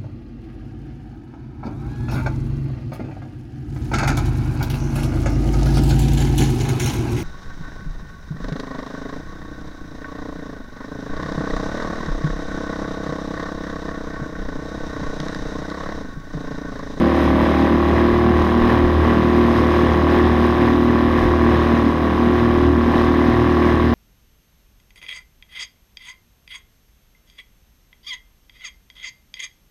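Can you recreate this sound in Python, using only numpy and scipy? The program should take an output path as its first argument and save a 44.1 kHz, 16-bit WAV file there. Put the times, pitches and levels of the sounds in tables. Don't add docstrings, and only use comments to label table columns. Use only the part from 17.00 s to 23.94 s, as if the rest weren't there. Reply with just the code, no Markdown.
import sys
import numpy as np
from scipy import signal
from scipy.io import wavfile

SR = 44100
rng = np.random.default_rng(int(sys.argv[2]) if len(sys.argv) > 2 else 0)


def log_audio(samples):
    frames = np.atleast_2d(samples).T
    limited = np.clip(frames, -1, 1)
    pcm = np.round(limited * 32767).astype(np.int16)
    wavfile.write(sys.argv[1], SR, pcm)


def invert_db(x):
    u = np.asarray(x, float) / 20
    return 10 ** u


N = 306054
BLADE, EXHAUST, SHAKE, BLOWS, GAP = .252, .273, .4, .658, .27


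def rms_one(x):
    return x / np.sqrt(np.mean(x ** 2) + 1e-20)


def drift(rate):
    r = np.exp(-80 * np.pi * rate / SR)
    slow = signal.lfilter([1], [1, -2 * r, r * r], rng.standard_normal(N // 40 + 2002))[2000:]
    return np.repeat(rms_one(slow), 40)[:N]


def bumps(times, heights, rise_s, fall_s):
    t = np.arange(0, N + 40, 40)[:, None] / SR - times
    bells = np.exp(-.5 * (t / np.where(t < 0, rise_s, fall_s)) ** 2)
    return np.repeat(bells @ heights, 40)[:N]


def band_pass(x, order, edges_hz):
    return signal.sosfilt(signal.butter(order, edges_hz, "band", fs=SR, output="sos"), x)


def resonance(x, hz, width_hz):
    r = np.exp(-np.pi * width_hz / SR)
    poles = [1, -2 * r * np.cos(2 * np.pi * hz / SR), r * r]
    return signal.lfilter((1 - r * r) / 2 * np.array([1, 0, -1]), poles, x)


def strikes(cycle, place, level_db, spread_db, jitter_s):
    due = np.searchsorted(cycle, np.arange(int(cycle[-1])) + place)
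    chance = rng.standard_normal((len(due), 2))
    moment = due + (chance[:, 0] * jitter_s * SR).astype(int)
    clicks = np.full(N, 1e-18)
    clicks[np.clip(moment, 0, N - 1)] = invert_db(level_db + spread_db * chance[:, 1])
    return clicks


def contact_lag(place, slow):
    return .012 * (1 + place) * slow


# (time [s], speed [cycles per s])
ENGINE_SPEED = [(0.0, 37.73), (0.64, 38.222), (1.25, 39.353), (1.35, 39.385), (1.48, 39.079),
                (1.68, 39.447), (2.6, 39.207), (3.33, 39.558), (3.66, 39.287), (4.17, 39.575), (4.4, 39.26),
                (4.84, 39.129), (5.41, 39.558), (6.07, 39.453), (6.33, 39.657), (6.79, 39.349),
                (6.94, 39.43)]


def engine():
    s, cycles_per_s = np.transpose(ENGINE_SPEED)
    speed = np.interp(np.arange(N) / SR, s, cycles_per_s)
    return np.cumsum(speed) / SR, np.clip(39.2 - speed, 0, 1)


# (time [s], wash over calm [dB], spray over calm [dB])
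BOW_WAVES = [(.1, 1.2, 0), (.23, 2, 4.3), (.46, 3, 2.5), (.63, 1.5, 1.9), (.97, 3, 1.5), (1.13, 1.1, 0.5),
             (1.45, 2, 3), (1.71, 4.5, 2.7), (1.91, -1.4, -1), (2.09, 3.5, 1.5), (2.42, 0.7, 1.5),
             (2.58, 4, 4), (2.761, 3, 3.8), (2.91, 2.5, 1.5), (3.14, 4, 3.3), (3.28, 2.5, 0),
             (3.45, 1.4, 4), (3.65, 3, 2), (3.81, -2.2, .9), (3.97, 1.2, -1), (4.22, 2.5, 2.5),
             (4.54, 4, 1.5), (4.72, 2.5, 1.5), (4.98, -1.5, -1), (5.42, 0.3, -0.8), (5.73, -3, -1.5),
             (5.99, 3.5, 2.7), (6.31, 1.5, 1), (6.68, 3, 2.5)]


def waves():
    s, *heights_db = np.transpose(BOW_WAVES)
    wash_db, spray_db = (bumps(s, db, .056, .056) for db in heights_db)
    return wash_db - wash_db.mean(), spray_db - spray_db.mean()


# (time [s], rise [s], extra crank shake [dB])
BOAT_ROLLS = [(.26, 0.068, 4), (.6, 0.18, 1.5), (.95, 0.18, 2), (1.4, 0.087, 4.5), (1.8, 0.041, 4),
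              (2.02, 0.098, 7.5), (3.0, 0.26, 1), (3.4, 0.44, 3.5), (4.25, 0.14, -0.5), (4.62, 0.35, 4.5),
              (5.7, 0.057, 4.5), (6.1, 0.5, 1), (6.88, 0.23, 3.5)]


def rolls():
    s, rise_s, db = np.transpose(BOAT_ROLLS)
    return bumps(s, db, rise_s, .056)


# (time [s], half length [s], depth as loss of the 7th multiple [dB])
OUTLET_DIPS = [
    (1.4, 0.18, 21),
    (2.02, 0.08, 14),
    (2.85, 0.2, 7),
    (3.367, 0.1, 26),
    (4.497, 0.14, 11),
    (5.402, 0.058, 4),
    (6.597, 0.04, 5),
    (.85, 0.079, 1.5),
]


def dips():
    s, half_s, db = np.transpose(OUTLET_DIPS)
    return bumps(s, db, half_s, half_s)


# (multiple of the cycle rate, level [dB rms], wander [dB])
STEADY_TONES = [(3, -32, 4), (4, -34, 2), (8, -26, -0.2), (9, -21.5, 1.73)]
# (multiple, level [dB rms], dip change [dB per dB], roll change [dB per dB], change as the boat settles [dB per s])
DIPPING_TONES = [(5, -24.5, 0.0643, -0.83, -1.5), (6, -22, 0.1568, -0.91, 0.2),
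                 (7, -24.5, -1.07, 0.65, -0.02)]


def exhaust(cycle, slow):
    t = np.arange(N) / SR
    roll_db, depth_db = rolls(), dips()
    levels = {k: db + wander_db * drift(3.0) for k, db, wander_db in STEADY_TONES}
    for k, db, dip, roll, settle_db in DIPPING_TONES:
        levels[k] = db + dip * depth_db + roll * roll_db + settle_db * t + 2.5 * drift(6.0)
    beat = np.zeros(N)
    for k, db in levels.items():
        place, slack_rad = (EXHAUST, .3) if k % 3 else (BLADE, .12)
        lag_rad = 1.9 * slow * (k == 7)
        beat -= invert_db(db) * np.cos(2 * np.pi * k * (cycle - place) - lag_rad + slack_rad * drift(8.2))
    strength_db = 1.3 * rng.standard_normal(int(cycle[-1]) + 2)
    uneven = invert_db(np.interp(cycle - EXHAUST + 1, np.arange(len(strength_db)), strength_db))
    shake = invert_db(-24 + roll_db + 0.9 * drift(8.9)) * np.cos(4 * np.pi * (cycle - SHAKE))
    return np.sqrt(2) * (shake + uneven * beat)


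# (multiple of the cycle rate, level at full speed [dB rms], extra at the slower start [dB])
HULL_BUZZ = [(10, -37.5, 5), (11.01, -34, -19), (12, -66, 24), (13, -34, -2), (14, -37, 3.5),
             (14.96, -36.5, -1.5), (16, -53, 18), (16.94, -37, 2), (18, -52, 9), (18.6, -35.5, -9),
             (20, -46, 8), (21, -40.5, 6), (22, -58.5, 5.5)]


def buzz(cycle, slow, wash_db):
    swell_db = wash_db - .5 * np.arange(N) / SR
    late = 0.0019 * drift(5.4)
    moment = cycle - BLOWS - contact_lag(BLOWS, slow) + late
    tones = np.zeros(N)
    for k, db, slow_db in HULL_BUZZ:
        sign = np.sign(np.sin(np.pi * GAP * (k - 15.7)))
        level = invert_db(db + slow * slow_db + 2.0 * drift(6))
        tones += sign * level * np.cos(2 * np.pi * (round(k) * moment + .1))
    return np.sqrt(2) * invert_db(0.67 * (swell_db - swell_db.mean())) * tones


# (multiple of the cycle rate, level [dB peak])
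GEAR_WHINE = [(35, -42.5), (40, -41.5), (44, -46.5), (70, -51), (74, -51)]


def gears(cycle):
    mesh = 2 * np.pi * (cycle + 0.0018 * drift(4.3))
    return sum(invert_db(db) * np.sin(k * mesh) for k, db in GEAR_WHINE)


# (pitch [Hz], width [Hz], level [dB])
METAL_PARTS = [(1016, 118, -29), (1105, 135, -25.5), (1770, 540, -33.5), (2970, 1000, -37.5)]
# (place in the cycle [0-1], level into each of the four parts in turn [dB])
VALVE_KNOCKS = [
    (.165, -14, -14, -2, -7),
    (.46, 0, 0, -2.5, -1),
    (.735, -18, -18, -2, -10),
    (.813, -9, -9, -9, -12),
]


def valves(cycle, load_db, slow):
    late = 0.0021 * drift(2.8)
    out = np.zeros(N)
    for part, (hz, width_hz, db) in enumerate(METAL_PARTS):
        lead = .014 * (part < 2)
        clicks = np.zeros(N)
        for place, *levels_db in VALVE_KNOCKS:
            moment = cycle + late + lead - contact_lag(place, slow)
            clicks += strikes(moment, place, db + levels_db[part], 1.5, .00005)
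        ring = resonance(resonance(clicks, hz, width_hz), hz, width_hz)
        out += ring * SR / width_hz
    soft = signal.butter(4, 4200, fs=SR, output="sos")
    return invert_db(.5 * load_db - .5 * slow) * signal.sosfilt(soft, out)


# (place in the cycle [0-1], bright level [dB], dull level [dB])
TAPPET_TICKS = [
    (.14, -56.5, -55),
    (.211, -56, -63),
    (.48, -61, -65),
    (.73, -54.5, -63),
    (.803, -56, -59),
]


def tappets(cycle, spray_db):
    out = np.zeros(N)
    for column, edges_hz in ((1, [10600, 15300]), (2, [5000, 9000])):
        clicks = sum(strikes(cycle, row[0], row[column], 2.0, .0002) for row in TAPPET_TICKS)
        fading = signal.lfilter([1], [1, -.9], clicks * invert_db(1.3 * spray_db))
        out += band_pass(fading * rng.standard_normal(N), 4, edges_hz)
    return invert_db(15.5) * out


# (pitch [Hz], level [dB per Hz])
WASH_COLOUR = [(45, -7.5), (110, -5), (250, 4), (400, 0), (480, -9), (880, -6), (1130, -14), (1350, -12.5),
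               (1900, -8.5), (2500, -22), (3900, -20.5), (5200, -30), (7400, -46), (13500, -44)]


def wash_level(hz):
    hz_points, db_points = np.transpose(WASH_COLOUR)
    return np.interp(np.log(hz), np.log(hz_points), db_points)


def wash(cycle, wash_db, extra_spray_db):
    out, together = np.zeros(N), drift(9)
    edges = 40 * 2 ** np.arange(0, 8.8, 1 / 3)
    white = rng.standard_normal((2, N))
    breath = np.cos(4 * np.pi * (cycle - .25)) + .3 * np.cos(2 * np.pi * (cycle - .8))
    for k, (low, high) in enumerate(zip(edges, edges[1:])):
        band = band_pass(white[k % 2], 2, [low, high])
        bright = np.clip(np.log2(low / 700) / 3, 0, 1)
        flutter_db = 1.15 * drift(44) + bright * (0.5 * together + 1.86 * breath)
        flutter_db += bright ** 3 * extra_spray_db
        if low < 450:
            flutter_db += 2.0 * np.cos(2 * np.pi * (cycle - EXHAUST))
        out += invert_db(wash_level(np.sqrt(low * high)) + flutter_db + wash_db) * band
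    return invert_db(-22.5) * rms_one(out)


def droplets(wash_db):
    born = rng.random(N) < 900 / SR
    strength_db = 5.5 * np.minimum(rng.exponential(1, N), 2.5)
    drops = born * invert_db(strength_db + wash_db)
    pitches, dealt = np.geomspace(2500, 12000, 7), rng.integers(0, 7, N)
    out = np.zeros(N)
    for k, hz in enumerate(pitches):
        out += invert_db(wash_level(hz) - 16.0) * resonance(drops * (dealt == k) + 1e-18, hz, 150.0)
    return out


# (time [s], level over calm [dB])
WIND_GUSTS = [(0.42, 1), (1.14, 14), (1.41, 8), (1.64, 16), (1.86, 17), (2.62, 7), (4.06, 12), (4.26, 20.5),
              (4.48, 3), (5.57, 10), (5.86, 10), (6.03, 7), (6.34, 14), (6.59, 3), (6.82, 8)]


def wind():
    s, db = np.transpose(WIND_GUSTS)
    wind_db = -41 + bumps(s, db, .044, .044) - drift(5.5)
    return invert_db(wind_db) * rms_one(band_pass(rng.standard_normal(N), 2, [16, 52]))


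def scene():
    cycle, slow = engine()
    wash_db, spray_db = waves()
    motor = exhaust(cycle, slow) + buzz(cycle, slow, wash_db) + gears(cycle)
    motor += valves(cycle, wash_db, slow) + tappets(cycle, spray_db)
    water = wash(cycle, wash_db, spray_db - wash_db) + droplets(wash_db)
    return (motor + water + wind())[None]


# (pitch [Hz], width [Hz], level [dB])
CASE_CAVITIES = [(4480, 810, -7.5), (7230, 2600, -5.5), (8020, 710, -5), (8740, 250, 6), (9930, 690, -4.5),
                 (13000, 520, -13), (14200, 700, -5)]


def microphone_case(x):
    for hz, width_hz, db in CASE_CAVITIES:
        x = x + (invert_db(db) - 1) * resonance(x, hz, width_hz)
    return x


def low_pass(x):
    return signal.sosfilt(signal.butter(12, 15740, fs=SR, output="sos"), x)


def record(dry):
    x = microphone_case(1.542 * np.tanh(dry / 1.453))
    x = signal.sosfilt(signal.butter(4, 13500, fs=SR, output="sos"), x)
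    x = signal.sosfilt(signal.ellip(10, .5, 60, 15250, fs=SR, output="sos"), x)
    return low_pass(x)


dry = scene()
out = record(dry)
log_audio(out)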